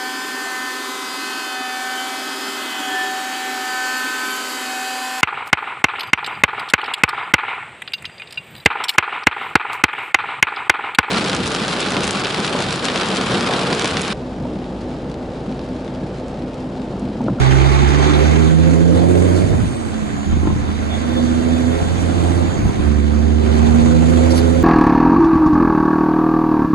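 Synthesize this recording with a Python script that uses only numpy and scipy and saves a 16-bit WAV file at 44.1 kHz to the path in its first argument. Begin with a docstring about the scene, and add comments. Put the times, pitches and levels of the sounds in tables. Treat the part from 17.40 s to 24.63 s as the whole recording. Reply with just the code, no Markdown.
"""The exhaust of a six-cylinder diesel truck, heard in the cab as it pulls away with two upshifts.
Harmonics of the firing rate drone and boom, with weak lines between them for the unequal cylinders.
Banded noise makes the buzz, roar, injector clatter and turbo hiss; narrow noise makes the whistles.
Ringing blows make the driveline knocks and loose fittings; gear lines hum while the load is off.
Low rumble swells as the cab shudders, and an air valve at the gear lever puffs."""
import sys
import numpy as np
from scipy import signal
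from scipy.fft import rfft, irfft
from scipy.io import wavfile
from scipy.ndimage import uniform_filter1d, minimum_filter1d

SR = 44100
rng = np.random.default_rng(int(sys.argv[2]) if len(sys.argv) > 2 else 0)


def generate_wav(signal):
    """Clip the signal to [-1, 1] and save it as 16-bit WAV at the path in sys.argv[1]."""
    frames = np.transpose(np.atleast_2d(signal))
    scaled = np.clip(frames, -1, 1) * 32767
    pcm = np.round(scaled).astype(np.int16)
    wavfile.write(sys.argv[1], SR, pcm)


N = 318843

# Upper exhaust harmonics: firing_multiple, level_db (against their common level)
UPPER_HARMONICS = [(4, -2), (5, -2.5), (6, -10.5), (7, -12.5)]
# Common level of the upper harmonics: level_db, roar_share, full_load_db, speed_db (per firing/s)
UPPER_LAW = (-38.5, 1.1, 13, 0.33)


def exhaust(firings, firing_hz, boom_db, drive):
    """Harmonics of the firing rate, lifted by the cab; the third throbs once per engine cycle."""
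    levels_db = [db + 1.2 * drift(6.9) for db in boom_db]
    strongest = np.argmax(CYLINDERS)
    levels_db[-1] += 2.5 * np.cos(2 * np.pi * (firings - strongest) / 6)
    upper_db = engine_level(UPPER_LAW, drive)
    levels_db += [upper_db + db + 2.5 * drift(4.9) for _, db in UPPER_HARMONICS]
    out = 0
    for k, db in enumerate(levels_db, 1):
        hz = k * firing_hz
        out = out + cab_tone(k * firings, hz, from_db(db + cab_lift_db(hz)))
    return out


# Lines from unequal cylinders: cycle_multiple (of the six-firing cycle), level_db (relative)
UNEVEN_LINES = [(9, 4.5), (10, -6), (14, -18), (15, -15), (17, 10.5), (19, -10), (20, 9), (21, 1.5),
                (22, -8), (23, 6), (26, -2), (28, 9.5), (32, 11.5), (38, 9), (39, 7), (44, -9)]
# Level of the growl: level_db, roar_share, full_load_db, speed_db (per firing/s)
GROWL_LAW = (-35, .5, 13, 0.46)


def growl(cycles, cycle_hz, drive, shake):
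    """No two cylinders fire alike, so weak lines fill the gaps between the harmonics."""
    lines = 0
    for k, db in UNEVEN_LINES:
        hz = k * cycle_hz
        lines = lines + cab_tone(k * cycles, hz, from_db(db + cab_lift_db(hz) + 4 * drift(8.6)))
    return shake * from_db(engine_level(GROWL_LAW, drive)) * rms_one(lines)


SAG_ABOVE_HZ, SAG_DB_PER_HZ = 88.8, 1.66   # firings per second; dB per firing/s


def governor_gain(firing_hz):
    """Near top speed the governor cuts the fuel, heard as a fade of the exhaust and growl."""
    return from_db(-SAG_DB_PER_HZ * np.maximum(firing_hz - SAG_ABOVE_HZ, 0))


# Strength of the six cylinders in firing order: level_db (relative)
CYLINDERS = [-1.5, 0, .5, -3.5, -2, -2.5]


def knock_noise(firings, t60_s, repeat, scatter_db):
    """Each cylinder rings through its own path, so a share of the noise repeats every engine cycle."""
    fired = np.flatnonzero(np.diff(firings.astype(int))) + 1
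    cylinder = firings[fired].astype(int) % len(CYLINDERS)
    strength = from_db(np.array(CYLINDERS)[cylinder] + scatter_db * rng.standard_normal(len(fired)))
    ringing = 0
    for k in range(len(CYLINDERS)):
        clicks = np.zeros((1, 1, N))
        clicks[..., fired] = strength * (cylinder == k)
        ringing = ringing + signal.oaconvolve(clicks, dying_noise(t60_s), axes=-1)[..., :N]
    return np.sqrt(repeat) * rms_one(ringing) + np.sqrt(1 - repeat) * fresh_noise()


# Colour of the buzz: pitch_hz, density_db (relative, per Hz)
BUZZ = [(150, 0.5), (210, 4), (320, 3), (420, -3), (540, -18), (700, -62)]
# Level of the buzz: level_db, roar_share, full_load_db, speed_db (per firing/s)
BUZZ_LAW = (-30, 0.95, 2.5, 0.32)


def buzz(low_knock, drive, shake):
    """Firings ringing in the block, in the low-middle bands, stronger with load and speed."""
    return shake * from_db(engine_level(BUZZ_LAW, drive)) * cab_noise(low_knock, BUZZ, patchy_db=2.5)


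# Colour of the roar: pitch_hz, density_db (relative, per Hz)
ROAR = [(430, -10), (540, -3), (650, -2), (820, -0.5), (950, -6)]
# Level of the roar: level_db, roar_share, full_load_db, speed_db (per firing/s)
ROAR_LAW = (-35, 1.56, -0.5, -0.07)


def roar(low_knock, drive, shake):
    """The same block ringing, heard in the middle bands."""
    return shake * from_db(engine_level(ROAR_LAW, drive)) * cab_noise(low_knock, ROAR, patchy_db=1.8)


# Level of the clatter: level_db, roar_share, full_load_db, speed_db (per firing/s)
CLATTER_LAW = (-36, 1.07, -0.5, -0.03)
HARD_CLATTER_DB, SOFTEN_AT_S, SOFTEN_S = 6.5, 1.0, 0.86   # boost; middle and length of its fade


def injector_level(drive):
    """Injectors clatter harder at first, then soften: level in dB and hardness from 1 to 0."""
    hard = 1 - ramp(SOFTEN_AT_S, SOFTEN_S)
    return engine_level(CLATTER_LAW, drive) + HARD_CLATTER_DB * hard, hard


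# Colour of the clatter: pitch_hz, density_db (relative, per Hz)
CLATTER = [(900, -12), (1100, 9.5), (1400, 3), (1700, 0), (2100, 9.5), (2600, -9), (3100, -1), (4200, -3),
           (5000, -14.5), (6500, -1), (9000, -49)]


def clatter(high_knock, clatter_db):
    """Injector knocks ringing in the engine covers, pulsed by the firings."""
    return from_db(clatter_db) * cab_noise(high_knock, CLATTER, patchy_db=1.3)


# Engine covers set ringing by the clatter: pitch_hz, width_hz, level_db (against the clatter)
COVER_MODES = [(384.5, 36, -3), (835, 51, -5.5), (2115, 280, -14)]
COVERS_HARD_DB = 10   # the hard clatter rings the covers more


def covers(clatter_db, hard):
    """Narrow noise at each cover resonance, following the level of the clatter."""
    out = 0
    for hz, width_hz, db in COVER_MODES:
        ring = narrow_noise(np.full(N, hz), width_hz)
        out = out + from_db(clatter_db + COVERS_HARD_DB * hard + db) * ring
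    return out


# Range of the fittings' pitches: low_hz, high_hz
CHATTER_HZ = (620, 4800)
CHATTER_DB, CHATTERS_PER_S, CHATTER_T60_S = -3.5, 280, .08   # against the clatter; touches; ring


def fittings(firings, clatter_db, count=48):
    """Firings jolt loose fittings; each touch rings one small part at its own pitch and place."""
    fired = np.flatnonzero(np.diff(firings.astype(int)))
    chance = CHATTERS_PER_S * N / SR / len(fired) / count
    out = np.zeros((2, N))
    for hz in np.geomspace(*CHATTER_HZ, count) * rng.uniform(.985, 1.015, count):
        touched = fired[rng.random(len(fired)) < chance]
        clicks = np.full(N, 1e-18)
        clicks[touched] = from_db(rng.uniform(-5, 5, len(touched))) * (CHATTER_HZ[0] / hz) ** .45
        ring = mode(clicks, hz, CHATTER_T60_S)
        late = np.roll(ring, rng.integers(0, 2 * RIGHT_LAG_S * SR))
        out += [from_db(at_hz(LEFT_DB, hz)) * ring, late]
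    return from_db(clatter_db + CHATTER_DB) * rms_one(out)


# Gear lines: cycle_multiple (of the six-firing cycle), level_db (off load)
GEAR_LINES = [(11, -48), (16, -26.5), (22, -32), (28, -39)]
HUM_LOAD_DB = -12   # the hum is weaker with the teeth under full load


def gear_hum(cycles, cycle_hz, load):
    """The geared drives hum in a few unsteady lines that stand out while the engine is off load."""
    out = 0
    for k, db in GEAR_LINES:
        level_db = db + HUM_LOAD_DB * load + 3.2 * drift(6.8)
        out = out + cab_tone(k * cycles, k * cycle_hz, from_db(level_db))
    return out


# Turbo speed: time_s, whistle_hz
TURBO = [(0, 5200), (.55, 5950), (1.3, 6850), (1.7, 7950), (2, 9100), (2.18, 9300), (2.35, 8400),
         (2.58, 7550), (2.9, 6780), (3.45, 5650), (3.9, 6250), (4.3, 7500), (4.95, 8150), (5.15, 6700),
         (5.6, 5550), (6, 5300), (6.3, 6350), (6.6, 7000), (7.23, 7750)]
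# Swells of the whistle as it winds down at the shifts: time_s, level_db, spread_s
SURGES = [(2.45, -45, .1), (2.8, -50, .17), (5.19, -53, .07)]
# Colour of the intake hiss: pitch_hz, density_db (relative, per Hz)
HISS = [(4500, 8.5), (5700, 4.5), (6600, 14), (7600, 10), (8400, 11.5), (10000, -2.5), (11800, -4)]
# Level of the hiss: level_db, roar_share, full_load_db, speed_db (per firing/s)
HISS_LAW = (-44.5, 1.3, 0, -0.0939)
HISS_DB_PER_KHZ = 1   # a faster turbo draws more air
TOP_HISS_HZ, TOP_HISS_DB_PER_KHZ = 7350, 0.5   # and hisses brighter above this pitch
TURBO_OVER_HISS_DB, TURBO_SWING = -6, 0.47   # whistle against hiss; extra share of the hiss's swing
SPIN_DOWN_DB, SPIN_DOWN_HZ_PER_S = 5, 1500   # lift while falling from top speed; fall for full lift
WHISTLE_WIDTH_HZ = 240


def turbo(drive):
    """Intake hiss grows and brightens with turbo speed; the whistle stands out as it spins down."""
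    air_db = engine_level(HISS_LAW, drive)
    hz, = in_time(TURBO)
    faster_khz = (hz - hz.mean()) / 1000
    hiss_db = air_db + HISS_DB_PER_KHZ * faster_khz
    air = cab_noise(fresh_noise(), HISS, patchy_db=1.35)
    low, top = [signal.sosfilt(signal.butter(3, TOP_HISS_HZ, kind, fs=SR, output="sos"), air)
                for kind in ("low", "high")]
    hiss = from_db(hiss_db) * (low + from_db(TOP_HISS_DB_PER_KHZ * faster_khz) * top)
    falling = uniform_filter1d(np.clip(-np.gradient(hz) * SR / SPIN_DOWN_HZ_PER_S, 0, 1), size=5000)
    stand_out_db = SPIN_DOWN_DB * falling * (hz / hz.max()) ** 2
    whistle_db = hiss_db + TURBO_OVER_HISS_DB + stand_out_db + TURBO_SWING * (air_db - air_db.mean())
    fluttering_hz = hz * (1 + .008 * drift(25))
    whistle = from_db(1.5 * drift(15)) * narrow_noise(fluttering_hz, WHISTLE_WIDTH_HZ)
    return hiss + (from_db(whistle_db) + swells(SURGES)) * whistle


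# Driveline and lever knocks: start_s, blow_db, hardness_hz
KNOCKS = [(2.135, -20, 300), (2.232, -22.5, 200), (2.875, -29, 304), (2.9, -19, 100), (2.928, -15, 110),
          (2.968, -16, 80), (3.032, -24.5, 400), (3.053, -27, 700), (3.072, -22, 1200), (3.102, -26.5, 900),
          (3.129, -26, 250), (3.162, -26, 250), (3.19, -35, 496), (3.29, -26, 300), (4.425, -21, 200),
          (5.191, -27, 402), (5.222, -20, 150), (5.252, -15.5, 100), (5.292, -25.5, 700),
          (5.392, -17.5, 160)]
# Ringing of the cab floor and gear lever: pitch_hz, level_db, t60_s
FLOOR_MODES = [(87, -5.5, 0.18), (117, -3.5, 0.2), (210, -7.5, 0.24), (306, 8.5, 0.045), (450, -20, 0.037),
               (747, -7.5, 0.1), (900, -9, 0.09), (1030, -7, 0.14), (1310, -9, 0.054)]
# Colour of the rattling trim: pitch_hz, gain_db
RATTLE = [(60, -15), (150, 6), (300, 5.5), (500, -11), (750, -5), (1300, -13), (1900, -18), (4000, -36)]
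RATTLE_DB, RATTLE_T60_S = 46, .065   # gain of the trim's rattle over the blows; its decay


def knocks():
    """Driveline slack takes up, thumps the floor and rattles trim; soft blows ring the low modes."""
    blows, rattle = np.zeros(N), np.zeros((2, N))
    for s, db, hard_hz in KNOCKS:
        soften, start = signal.butter(1, hard_hz, fs=SR), round(s * SR)
        blows += signal.lfilter(*soften, signal.unit_impulse(N, start) * from_db(db) + 1e-18)
        burst = signal.lfilter(*soften, dying_noise(RATTLE_T60_S)[0]) * from_db(db)
        rattle[:, start:start + burst.shape[1]] += burst
    bins_hz = np.maximum(np.arange(N // 2 + 1) * SR / N, 1)
    out = from_db(RATTLE_DB) * irfft(rfft(rattle) * from_db(at_hz(RATTLE, bins_hz)), N)
    for hz, db, t60_s in FLOOR_MODES:
        out += from_db([[db + 6.0], [db]]) * mode(blows, hz, t60_s)   # louder on the left
    return out


# Puffs of the air valve: time_s, level_db, spread_s
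PUFFS = [(1.975, -41, .025), (4.61, -47, .015), (6.915, -32, .011), (6.975, -27, .016)]
# Colour of the puffs: pitch_hz, density_db (relative, per Hz)
PUFF = [(2500, -9), (4000, 3), (4900, 8), (7000, 0), (9000, -1), (10500, -1), (12000, -5)]


def air_valve():
    """Short bright puffs of compressed air."""
    return swells(PUFFS) * cab_noise(fresh_noise(), PUFF, patchy_db=3)


# Swells of the squeak: time_s, level_db, spread_s
SQUEAKS = [(.25, -36, 0.037), (1.6, -42, .08), (3.54, -33, 0.026), (3.78, -36.5, 0.09), (4.3, -41, .2)]
SQUEAK_HZ = 3495


def squeak():
    """A thin flickering whistle at one pitch, coming and going."""
    return swells(SQUEAKS) * narrow_noise(np.full(N, SQUEAK_HZ), width_hz=15)


# Colour of the rumble: pitch_hz, density_db (relative, per Hz)
RUMBLE = [(25, -18), (40, -8), (58, -6.5), (90, -4), (130, -4), (180, -5.5), (240, -16)]
# Shudders as the driveline loads and unloads and over bumps: time_s, level_db, spread_s
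SHUDDERS = [(.1, -34.5, 0.15), (1.1, -37, 0.1), (2.1, -23, 0.073), (2.24, -24, 0.054), (2.97, -28, 0.093),
            (3.15, -24.5, 0.066), (4.5, -41, 0.1), (4.95, -34, 0.23), (5.24, -23, 0.037),
            (5.44, -31, 0.089), (6.35, -27, 0.095)]
ROAD_DB, ROAD_FOLLOWS = -27, 0.7   # underlying rumble; its share of the roar's swing


def rumble(swing_db):
    """Low noise of the road and engine, swelling as the cab shudders."""
    gain = from_db(ROAD_DB + ROAD_FOLLOWS * swing_db) + swells(SHUDDERS)
    return gain * cab_noise(fresh_noise(), RUMBLE, patchy_db=1.5)


# Engine speed: time_s, firing_hz
SPEED = [(0, 64.5), (.2, 66.6), (.7, 74.6), (1.35, 82.5), (1.6, 86.7), (2.2, 94.2), (2.4, 86.7),
         (2.8, 76.6), (3, 78.8), (3.9, 80.8), (4.3, 82.6), (4.8, 86.2), (5.03, 85.8), (5.4, 74.9),
         (5.6, 73.1), (5.85, 76.2), (6.1, 76.5), (6.9, 82.2), (7.23, 83.6)]


def engine_speed():
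    """Firings per second, and the running count of firings with a slight speed wander."""
    firing_hz, = in_time(SPEED)
    return firing_hz, np.cumsum(firing_hz * (1 + .0015 * drift(8))) / SR


# Moves of the pedal: middle_s, travel_s, load (0-1), boom1_db, boom2_db, boom3_db (exhaust harmonics)
PEDAL = [(-.3, .3, 1, -12, -14, -26), (2.22, 0.1, 0.04, -31, -39, -46), (2.87, 0.085, 0, -14, -45, -34.5),
         (3.04, .15, 0.05, -19, -45, -39.5), (3.6, 0.37, 0.7, -22.5, -46, -23),
         (3.85, 0.18, 0.58, -18.5, -32, -19.5), (4.34, .15, 0.26, -18, -30.5, -39),
         (4.78, 0.44, 0.63, -13.5, -28, -29.5), (5.08, 0.12, 0.26, -30.5, -53, -47),
         (5.37, 0.26, 1, -12.5, -30, -20.5), (6.22, 0.36, 1, -11.5, -18.5, -18),
         (6.78, 0.22, 0.8, -11, -25, -19.5)]


def pedal():
    """Each move takes the load and the three low harmonics smoothly to new values and holds them."""
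    steps = np.diff([row[2:] for row in PEDAL], axis=0, prepend=0)
    moves = [np.outer(step, ramp(s, travel_s)) for (s, travel_s, *_), step in zip(PEDAL, steps)]
    load, *boom_db = sum(moves)
    return np.clip(load, 0, 1), boom_db


# Rise and fall of the roar, used as a swing about its mean: time_s, level_db
ROAR_LEVEL = [(0.0, -30.5), (0.4, -35.5), (0.68, -33.5), (1.29, -34.5), (1.69, -33), (2.33, -39.5),
              (2.94, -39.5), (3.1, -40), (3.81, -36.5), (4.25, -37), (4.83, -36), (5.25, -37.5), (5.7, -39),
              (5.94, -39.5), (6.18, -34.5), (6.4, -34), (6.68, -33), (7.23, -36.5)]


def roar_swing():
    """The roar's level in dB about its mean, which the other engine noises follow."""
    level_db, = in_time(ROAR_LEVEL)
    return level_db - level_db.mean()


def engine_level(law, drive):
    """Level in dB from the roar's swing, the load and the speed; base at mean swing and speed, no load."""
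    level_db, roar_share, full_load_db, speed_db = law
    swing_db, load, faster_hz = drive
    return level_db + roar_share * swing_db + full_load_db * load + speed_db * faster_hz


SHAKE_HZ, SHAKE_WIDTH_HZ, SHAKE_DB = 87.4, 0.98, 3   # firings per second; spread; lift at full load


def cab_shake(firing_hz, load):
    """Under load the engine shakes the cab hardest around one firing rate."""
    return from_db(SHAKE_DB * load * np.exp(-.5 * ((firing_hz - SHAKE_HZ) / SHAKE_WIDTH_HZ) ** 2))


# Cab air resonances and dead spots met by the rising lines: pitch_hz, width_hz, lift_db
CAB_MODES = [(83.2, 1.3, -1.5), (131.1, 8.3, 9), (160.4, 4.1, 7.5), (170.1, 10, 8.5), (209, 14.6, -5.5),
             (234.9, 2.4, 5), (239, 20.3, 6), (266.7, 20, 4), (298.1, 5.4, 10), (336.6, 36, 5.5),
             (352.4, 3.2, 11.5), (415.4, 4.9, 9), (528, 38, 8.5)]


def cab_lift_db(hz):
    """A line swells or fades while it passes through a resonance or dead spot of the cab."""
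    return sum(db / (1 + (2 * (hz - centre) / width) ** 2) for centre, width, db in CAB_MODES)


# Left channel against right: pitch_hz, level_db
LEFT_DB = [(40, -3), (80, -10), (160, -8.5), (245, -6), (380, -7.5), (600, -3), (2000, -2.5), (4000, -2.5),
           (6300, -0.5), (9000, -15), (11500, 1)]
# Left channel against right, from the cab's standing waves: pitch_hz, phase_rad
LEFT_PHASE = [(80, 1), (165, -3.5), (215, -1.3), (250, -1), (300, 1.5), (340, 1.5), (400, 2.5), (445, 1.5),
              (480, 2.5), (515, 1.4), (560, 3), (640, 0.5)]
# Uneven combustion shakes the phase: low tones stay clean, those from this pitch up turn rough
ROUGH_TURNS, ROUGH_HZ = .07, 500


def cab_tone(turns, hz, gain):
    """A tone of rms `gain` on the right; standing waves shift its level and phase on the left."""
    wander = ROUGH_TURNS * np.minimum(hz / ROUGH_HZ, 1) ** 2 * drift(22)
    angle = 2 * np.pi * (turns + rng.random() + wander)
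    coarse_hz = np.broadcast_to(hz, N)[::64]
    coarse = [from_db(at_hz(LEFT_DB, coarse_hz)), at_hz(LEFT_PHASE, coarse_hz)]
    left_gain, left_phase = np.repeat(coarse, 64, axis=1)[:, :N]
    return np.sqrt(2) * gain * np.array([left_gain * np.sin(angle + left_phase), np.sin(angle)])


# Likeness of the two channels: pitch_hz, correlation (-1 to 1)
LIKENESS = [(50, -0.23), (110, 0.11), (170, -0.78), (300, 0.59), (500, -0.72), (800, 0.71), (1300, 0.24),
            (2200, -0.00046), (3200, 0.35), (4400, 0.99), (5500, 0.6), (6600, 0.72), (8000, 0.4),
            (11000, 1)]
RIGHT_LAG_S = 20 / 44100


def cab_noise(white, spectrum, patchy_db):
    """Third-octave bands of flickering noise that reach the left first; rms 1 in the middle."""
    low, high = spectrum[0][0], min(spectrum[-1][0], SR / 3)
    edges = 20 * 2 ** (np.arange(30) / 3)
    out = np.zeros((2, N))
    for k, band in enumerate(zip(edges, edges[1:])):
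        if band[1] < low or band[0] > high:
            continue
        mid, side = signal.sosfilt(signal.butter(2, band, "band", fs=SR, output="sos"), white[k % 2])
        hz = np.sqrt(band[0] * band[1])
        alike = np.clip(at_hz(LIKENESS, hz), -1, 1)
        pair = np.sqrt(1 + alike) * mid + np.sqrt(1 - alike) * side * [[1], [-1]]
        flicker = from_db(at_hz(spectrum, hz) + patchy_db * drift(10.7))
        out += flicker * from_db([[at_hz(LEFT_DB, hz)], [0]]) * pair
    out[1] = np.roll(out[1], round(RIGHT_LAG_S * SR))
    return out / np.std(out.mean(axis=0))


def narrow_noise(hz, width_hz):
    """A breathy tone around a moving pitch, a little later on the right."""
    carrier = np.exp(2j * np.pi * np.cumsum(hz) / SR)
    wave = ((drift(width_hz) + 1j * drift(width_hz)) * carrier).real
    late = np.roll(wave, round(RIGHT_LAG_S * SR))
    return np.array([from_db(at_hz(LEFT_DB, np.mean(hz))) * wave, late])


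# Narrow peaks and dips that colour the noise: pitch_hz, width_hz, gain_db
NOISE_COLOUR = [(349, 27, 2), (521, 27, 6), (725, 18, 2), (698, 100, 2.5), (1373, 30, 4.5),
                (1550, 100, 5.5), (1780, 58, 1), (2250, 21, -1), (3100, 67, 2.5), (3570, 320, 3.5),
                (3880, 230, -1.5), (4580, 76, 1), (5520, 326, -9.5), (5750, 160, 8.5), (6050, 320, -8.5),
                (6420, 180, 5), (6800, 430, 3), (7650, 250, -7), (8240, 370, 4.5), (10044, 31, 7)]


def coloured(noise):
    """A chain of peaks and dips, one for each row of the colour table."""
    sections = []
    for hz, width, db in NOISE_COLOUR:
        gain, half = from_db(db / 2), np.pi * width / SR
        turn = -2 * np.cos(2 * np.pi * hz / SR)
        top = [1 + half * gain, turn, 1 - half * gain]
        bottom = [1 + half / gain, turn, 1 - half / gain]
        sections.append(np.array(top + bottom) / bottom[0])
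    return signal.sosfilt(sections, noise)


def mode(blows, hz, t60_s):
    """One damped resonance rung by blows."""
    r, w = from_db(-60 / (t60_s * SR)), 2 * np.pi * hz / SR
    return signal.lfilter([0, np.sin(w)], [1, -2 * r * np.cos(w), r * r], blows)


def dying_noise(t60_s, size=9000):
    """Dense ring of many panel modes after a blow: odd and even bands, middle and side; energy 1."""
    ring = rng.standard_normal((2, 2, size)) * from_db(-60 * np.arange(size) / (t60_s * SR))
    return rms_one(ring) / np.sqrt(size)


def fresh_noise():
    """White noise for odd and even bands, middle and side."""
    return rng.standard_normal((2, 2, N))


def drift(rate_hz):
    """Slow chance of spread 1: coarse noise through a double one-pole low-pass."""
    r = np.exp(-80 * np.pi * rate_hz / SR)   # one coarse step is 40 samples
    slow = signal.lfilter([1], [1, -2 * r, r * r], rng.standard_normal(N // 40 + 2002))[2000:]
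    return np.interp(np.arange(N) / 40, np.arange(len(slow)), rms_one(slow))


def ramp(at_s, length_s):
    """A smooth step from 0 to 1, centred on a moment."""
    return .5 + .5 * np.sin(np.pi * np.clip((np.arange(N) / SR - at_s) / length_s, -.5, .5))


def swells(rows):
    """Gain of bell-shaped swells."""
    t = np.arange(N) / SR
    return sum(from_db(db) * np.exp(-.5 * ((t - s) / spread_s) ** 2) for s, db, spread_s in rows)


def in_time(rows):
    """The columns of a curve, one value per sample."""
    s, *columns = np.transpose(rows)
    return [np.interp(np.arange(N) / SR, s, c) for c in columns]


def at_hz(points, hz):
    """Read a spectrum on a log-frequency axis."""
    return np.interp(np.log(hz), np.log(np.array(points)[:, 0]), np.array(points)[:, 1])


def from_db(db):
    """Decibels to gain."""
    return np.exp(np.asarray(db) * (np.log(10) / 20))


def rms_one(x):
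    """Scale to rms 1."""
    return x / np.sqrt(np.mean(x ** 2) + 1e-20)


def scene():
    """Engine speed drives the engine tones and noise pulses; load, speed and roar set levels."""
    firing_hz, firings = engine_speed()
    cycles, cycle_hz = firings / 6, firing_hz / 6
    load, boom_db = pedal()
    swing_db = roar_swing()
    drive = swing_db, load, firing_hz - firing_hz.mean()
    shake = cab_shake(firing_hz, load)

    tones = exhaust(firings, firing_hz, boom_db, drive) + growl(cycles, cycle_hz, drive, shake)
    tones *= governor_gain(firing_hz)
    tones += gear_hum(cycles, cycle_hz, load)

    low_knock = knock_noise(firings, t60_s=.2, repeat=.8, scatter_db=1)   # rings in the block
    high_knock = knock_noise(firings, t60_s=.1, repeat=.4, scatter_db=.6)   # rings in the covers
    clatter_db, hard = injector_level(drive)
    lean_db = 6 - 4.6 * load   # left lift over right: load moves the shaking to the right
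    shaking = from_db(lean_db * [[.5], [-.5]]) * (rumble(swing_db) + buzz(low_knock, drive, shake))
    noises = shaking + roar(low_knock, drive, shake) + clatter(high_knock, clatter_db)
    noises += fittings(firings, clatter_db) + turbo(drive)
    return tones + coloured(noises) + covers(clatter_db, hard) + knocks() + squeak() + air_valve()


LIMIT_DB, CUTOFF_HZ = -0.8, 11700   # limiter ceiling before the top is cut; top cut


def record(dry):
    """The deepest rumble is cut, a fast limiter holds the peaks, the top is cut."""
    dry = signal.sosfilt(signal.butter(2, 22, "high", fs=SR, output="sos"), dry)
    room_left = np.minimum(1, from_db(LIMIT_DB) / (np.abs(dry).max(axis=0) + 1e-9))
    gain = uniform_filter1d(minimum_filter1d(room_left, size=400), size=400)
    return signal.sosfilt(signal.ellip(12, .1, 80, CUTOFF_HZ, fs=SR, output="sos"), dry * gain)


dry = scene()
out = record(dry)
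generate_wav(out)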